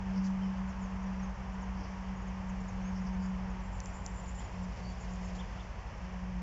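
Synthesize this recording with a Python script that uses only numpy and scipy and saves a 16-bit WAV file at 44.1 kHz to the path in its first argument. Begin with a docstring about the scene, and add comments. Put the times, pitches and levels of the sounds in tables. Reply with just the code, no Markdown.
"""Bee among flowering shrubs

A large bee's near-sine wingbeat hum swells, fades and slowly sinks. Wandering low tones and
shaped noise make far machinery, traffic, breeze and leaves. Small birds whistle in gliding sines
and rasp in trilled noise, also repeating a thin high note; a damped sine ticks as a twig thrice."""
import sys
import numpy as np
from scipy import signal
from scipy.fft import rfft, irfft
from scipy.io import wavfile

SR = 44100
rng = np.random.default_rng(int(sys.argv[2]) if len(sys.argv) > 2 else 0)


def transcribe(signal):
    """Save signal, clipped to [-1, 1], as a 16-bit WAV file at the path in sys.argv[1]."""
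    frames = np.atleast_2d(signal).T
    limited = np.clip(frames, -1, 1)
    pcm = np.round(limited * 32767).astype(np.int16)
    wavfile.write(sys.argv[1], SR, pcm)


N = 283122
TIME = np.arange(N) / SR  # s


def gain_of(db):
    """Decibels to amplitude."""
    return 10 ** (np.asarray(db) / 20)


def evened(x):
    """Scales to rms 1."""
    return x / np.sqrt(np.mean(x ** 2) + 1e-20)


def curve(rows):
    """Joins (s, value) rows by straight lines."""
    return np.interp(TIME, *np.transpose(rows))


def progress(length_s):
    """Runs from 0 to 1 over a note."""
    return np.linspace(0, 1, int(length_s * SR))


def add(mix, start_s, sound):
    """Mixes a sound in at a start time."""
    part = mix[max(round(start_s * SR), 0):][:len(sound)]
    part += sound[:len(part)]


def noise(spectrum):
    """Noise of rms 1 with a (Hz, dB) spectrum, interpolated over log frequency."""
    hz, db = np.transpose(spectrum)
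    bins_hz = np.fft.rfftfreq(N, 1 / SR)
    shape_db = np.interp(np.log(bins_hz + 1), np.log(hz + 1), db)
    white = rng.standard_normal(N)
    return evened(irfft(rfft(white) * gain_of(shape_db), N))


def drift(rate_hz):
    """Smooth chance of rms 1, no faster than about the given rate."""
    coarse = rng.standard_normal(4096)
    t = np.linspace(0, N / SR, len(coarse))
    bins_hz = np.fft.rfftfreq(len(t), t[1])
    smooth = irfft(rfft(coarse) * np.exp(-(bins_hz / rate_hz) ** 2))
    return np.interp(TIME, t, evened(smooth))


def hum_level():
    """The hum in dB: how near the bee is, less a smooth dip as it turns side-on."""
    # Each row: time in seconds, level in dB.
    nearness = [(0.0, -41), (0.19, -32), (0.88, -40.5), (1.21, -37), (1.42, -42.2), (2.43, -41.5),
                (3.24, -35.5), (3.78, -48.5), (4.31, -48.5), (4.57, -39.5), (4.96, -45.5), (5.12, -42.5),
                (5.77, -47), (6.34, -41.0)]
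    # Each row: dip centre in seconds, half length in seconds, depth in dB.
    turns = [(0.74, 0.056, 5.5), (1.353, 0.031, 15), (1.885, 0.08, 5), (2.224, 0.028, 7), (2.68, 0.07, 5),
             (4.483, 0.066, 15), (4.757, 0.049, 13), (5.01, 0.059, 6), (5.515, 0.046, 6.5),
             (5.835, 0.17, 15)]
    level_db = curve(nearness)
    for centre_s, half_s, depth_db in turns:
        level_db -= depth_db * np.exp(-((TIME - centre_s) / half_s) ** 2)
    return level_db


def bee(jitter_hz=0.6, flutter_db=1.23, overtone_flutter_db=3):
    """Wing strokes push air almost as a sine beamed fore and aft; overtones spread and flicker."""
    # Wingbeat, sinking as the bee eases off. Each row: time in seconds, frequency in Hz.
    wingbeat = [(0, 190.1), (1.6, 189.2), (3.3, 187.1), (4.2, 184.9), (4.5, 182.2), (5.6, 183.7),
                (6.42, 182.3)]
    # Each row: multiple of the wingbeat, level in dB.
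    overtones = [(2, -70.5), (3, -70), (4, -71), (5, -70), (6, -74)]
    beat_hz = curve(wingbeat) + jitter_hz * drift(12.9)
    phase = 2 * np.pi * np.cumsum(beat_hz) / SR
    wings = gain_of(hum_level() + flutter_db * drift(25)) * np.sin(phase)
    for multiple, db in overtones:
        gain = gain_of(db + overtone_flutter_db * drift(4.7))
        offset = 2 * np.pi * rng.random()
        wings += gain * np.sin(round(multiple) * phase + offset)
    return np.sqrt(2) * wings


def machinery(rumble_db=-47, waver_db=1.5):
    """Low wandering tones beat against each other and make the rumble throb."""
    # Each row: frequency in Hz, level in dB, wander in Hz.
    drone = [(48.5, -47, 0.85), (59.4, -47.5, 0.27), (89.9, -59, .6), (94, -60, .8), (120.5, -65, 0.28)]
    # Each row: frequency in Hz, relative level in dB per Hz.
    rumble = [(6, -24.5), (18, -7.5), (45, 2), (70, 1), (95, -0.5), (140, -6), (205, -7.5), (245, -15.5),
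              (330, -23), (600, -51)]
    out = np.zeros(N)
    for hz, db, wander_hz in drone:
        cycles = np.cumsum(hz + wander_hz * drift(2.03)) / SR + rng.random()
        gain = np.sqrt(2) * gain_of(db + waver_db * drift(2.5))
        out += gain * np.sin(2 * np.pi * cycles)
    return out + gain_of(rumble_db) * noise(rumble)


def air(wash_db=-51.5, swell_db=0.53, rustle_db=3.0):
    """A steady far wash, tyre roar that recedes, and a breeze that rises and stirs the leaves."""
    # Spectra. Each row: frequency in Hz, relative level in dB per Hz.
    wash_spectrum = [(100, -15), (330, -8.5), (450, -2), (700, -1.5), (1000, -0.5), (1350, -8), (1900, -7),
                     (3000, -13.5), (3500, -21), (3900, -28), (4400, -24), (5200, -20), (6200, -21),
                     (7400, -30.5)]
    tyre_spectrum = [(500, -24), (780, -4), (930, 0.5), (1100, -3.5), (1400, -10), (1900, -13.5),
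                     (3000, -34.5)]
    breeze_spectrum = [(15, -10.5), (45, 0.5), (90, 2.5), (130, -3.5), (200, -10), (330, -23), (450, -12.5),
                       (800, -13.5), (1200, -37)]
    leaf_spectrum = [(1200, -19), (2300, 2), (3200, -5), (4000, -7.5), (5200, -0.5), (7400, -10)]
    # Level curves. Each row: time in seconds, level in dB.
    tyre_level = [(0, -53.5), (1, -53), (2.1, -54), (3, -54.5), (3.8, -56), (4.4, -59.5), (5.3, -61),
                  (6.42, -60)]
    breeze_level = [(0, -62.5), (2.3, -64), (2.7, -48.5), (3.1, -61), (3.9, -60), (4.5, -50.5),
                    (5.1, -51.5), (5.8, -57.5), (6.42, -58.5)]
    leaf_level = [(0, -81), (3.9, -79), (4.4, -64.5), (5.1, -62.5), (5.6, -64.5), (6.42, -75)]
    wash = gain_of(wash_db + swell_db * drift(9.1)) * noise(wash_spectrum)
    tyres = gain_of(curve(tyre_level) + swell_db * drift(6)) * noise(tyre_spectrum)
    breeze = gain_of(curve(breeze_level)) * noise(breeze_spectrum)
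    leaves = gain_of(curve(leaf_level) + rustle_db * drift(45)) * noise(leaf_spectrum)
    return wash + tyres + breeze + leaves


def puffs(rows):
    """Narrow bands of noise that each swell and fade."""
    out = np.zeros(N)
    for start_s, length_s, hz, width_hz, db in rows:
        hiss = rng.standard_normal(SR // 4)
        off = (np.fft.rfftfreq(len(hiss), 1 / SR) - hz) / width_hz
        band = irfft(rfft(hiss) * np.exp(-2 * off ** 2))[:int(length_s * SR)]
        add(out, start_s, gain_of(db) * evened(band * np.bartlett(len(band))))
    return out


def high_runs(note_s=0.11, rise_s=0.24, rise_db=10.5, scatter_hz=70):
    """Rows for puffs: one thin high note repeated evenly, growing louder at first."""
    # Each row: first note in seconds, last note in seconds, spacing in seconds,
    # centre in Hz, width in Hz, full level in dB.
    runs = [(3.6, 4.335, .105, 7200, 580, -62.5), (4.72, 5.325, .121, 6890, 800, -69)]
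    notes = []
    for first_s, last_s, spacing_s, hz, width_hz, db in runs:
        for start_s in np.arange(first_s, last_s + spacing_s / 2, spacing_s):
            soft_db = rise_db * max(1 - (start_s - first_s) / rise_s, 0)
            note_hz = hz + scatter_hz * rng.standard_normal()
            notes.append((start_s, note_s, note_hz, width_hz, db - soft_db))
    return notes


def rasps(trill_hz=125, unsteady_hz=15, depth=0.2, ragged_db=2):
    """Hoarse bird notes and runs of a thin high note, chopped by a fast uneven trill."""
    # Each row: start in seconds, length in seconds, centre in Hz, width in Hz, level in dB.
    hoarse_notes = [(0.109, 0.13, 5340, 1220, -65), (0.219, 0.083, 5730, 2200, -61.5),
                    (0.398, 0.1, 5340, 690, -69.5), (1.72, 0.23, 5330, 1300, -68),
                    (2.923, .093, 5400, 890, -67), (3.044, .066, 5340, 1210, -65),
                    (3.171, .12, 5000, 800, -67.5), (3.2, .11, 6860, 700, -69),
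                    (4.81, 0.13, 4586, 260, -64)]
    cycles = np.cumsum(trill_hz + unsteady_hz * drift(10)) / SR
    trill = 1 + depth * np.sin(2 * np.pi * cycles)
    chop = evened(trill) * gain_of(ragged_db * drift(70))
    return puffs(list(hoarse_notes) + high_runs()) * chop


def pips(arch=0.02):
    """Near-level whistles: gentle glides whose ends sag by a share (arch) of the pitch."""
    # Each row: start in seconds, length in seconds, pitch in Hz, fall in Hz, level in dB.
    pip_rows = [(.41, .06, 3110, 259, -60.5), (1.06, .02, 5700, 1, -63.5), (1.188, .025, 5730, 300, -63),
                (1.219, .045, 6480, -120, -61.5), (2.83, .083, 6460, -400, -62),
                (4.43, .035, 6980, 279, -60.5)]
    notes = []
    for start_s, length_s, hz, fall_hz, db in pip_rows:
        u = progress(length_s) - 0.5
        notes.append((start_s, hz * (1 - arch * (2 * u) ** 2) - fall_hz * u, db))
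    return notes


def twitter(per_s=6, from_s=0.6, to_s=5.4, note_s=0.028, level_db=-68.5, uneven_db=2):
    """Far birds' short glides at chance moments, mostly falling."""
    centre_hz, spread_hz, fall_hz = 6270, 910, 600
    u, notes = progress(note_s), []
    for slot_s in np.arange(from_s, to_s, 1 / per_s):
        late, high, steep, loud = rng.uniform(-0.92, 1, 4)
        hz = centre_hz + spread_hz * high + fall_hz * (0.5 + steep) * (0.5 - u)
        notes.append((slot_s + late / per_s, hz, level_db + uneven_db * loud))
    return notes


def slurs(from_hz=7500, to_hz=5930, bend=0.93):
    """A small bird's falling whistles, each a little steeper at first."""
    # Each row: start in seconds, length in seconds, level in dB.
    slur_rows = [(0.668, .065, -67), (0.802, 0.073, -64), (1.615, .029, -63), (2.269, 0.027, -65),
                 (2.487, .026, -62.5), (2.678, .024, -58)]
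    notes = []
    for start_s, length_s, db in slur_rows:
        notes.append((start_s, from_hz + (to_hz - from_hz) * progress(length_s) ** bend, db))
    return notes


def arches(foot_hz=2600, top_hz=3616):
    """A lower bird's chirps rise to a point and drop back."""
    # Each row: start in seconds, length in seconds, share of the note spent rising, level in dB.
    arch_rows = [(4.371, .056, .85, -62.5), (5.377, .052, 0.5, -55), (5.577, .05, .6, -59.5)]
    notes = []
    for start_s, length_s, rising, db in arch_rows:
        hz = np.interp(progress(length_s), [0, rising, 1], [foot_hz, top_hz, foot_hz])
        notes.append((start_s, hz, db))
    return notes


def chirps(waver=0.011):
    """Birds' near-sine whistles, smoothly gated, with a fast slight waver of pitch."""
    out, wobble = np.zeros(N), 1 + waver * drift(150)
    for start_s, hz, db in pips() + twitter() + slurs() + arches():
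        note_hz = hz * wobble[int(start_s * SR):][:len(hz)]
        phase = 2 * np.pi * np.cumsum(note_hz) / SR
        envelope = np.sqrt(2) * gain_of(db) * signal.windows.tukey(len(hz), 0.7)
        add(out, start_s, envelope * np.sin(phase))
    return out


def shrubs(x, wet_db=-10, t60_s=0.97):
    """The foliage scatters a short, weak tail of decaying noise."""
    t = TIME[:SR // 2]
    tail = rng.standard_normal(len(t)) * gain_of(-60 * t / t60_s)
    return x + gain_of(wet_db) * signal.fftconvolve(x, tail / np.linalg.norm(tail))[:N]


def bump():
    """A soft low bump: a narrow band of noise that swells and fades."""
    # Each row: start in seconds, length in seconds, centre in Hz, width in Hz, level in dB.
    bump_rows = [(1.78, .11, 310, 70, -59)]
    return puffs(bump_rows)


def twig(ring_hz=6100, decay_s=0.00016):
    """A dry snap that rings for only a few cycles."""
    # Each row: time of envelope peak in seconds, peak level in dB.
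    ticks = [(3.8036, -31), (3.859, -35), (4.0637, -27)]
    out, t = np.zeros(N), TIME[:SR // 100]
    envelope = t / decay_s * np.exp(1 - t / decay_s)
    snap = envelope * np.sin(2 * np.pi * ring_hz * t)
    for peak_s, db in ticks:
        add(out, peak_s - decay_s, gain_of(db) * snap)
    return out


def scene():
    """The bee in front, everything else behind it."""
    birds = shrubs(chirps() + rasps())
    return (bee() + machinery() + air() + birds + bump() + twig())[None]


def low_pass(x, hz):
    """A steep band limit."""
    taps = signal.firwin(301, hz, window=("kaiser", 8), fs=SR)
    return signal.oaconvolve(x, taps[None], "same")


def record(dry, edge_hz=7650, top_hz=15700, hiss_db=-92.5):
    """A narrow-band microphone channel, then the recorder's faint hiss and its own band limit."""
    hiss = gain_of(hiss_db) * rng.standard_normal(N)  # level ahead of the last band limit
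    return low_pass(low_pass(dry, edge_hz) + hiss, top_hz)


dry = scene()
out = record(dry)
transcribe(out)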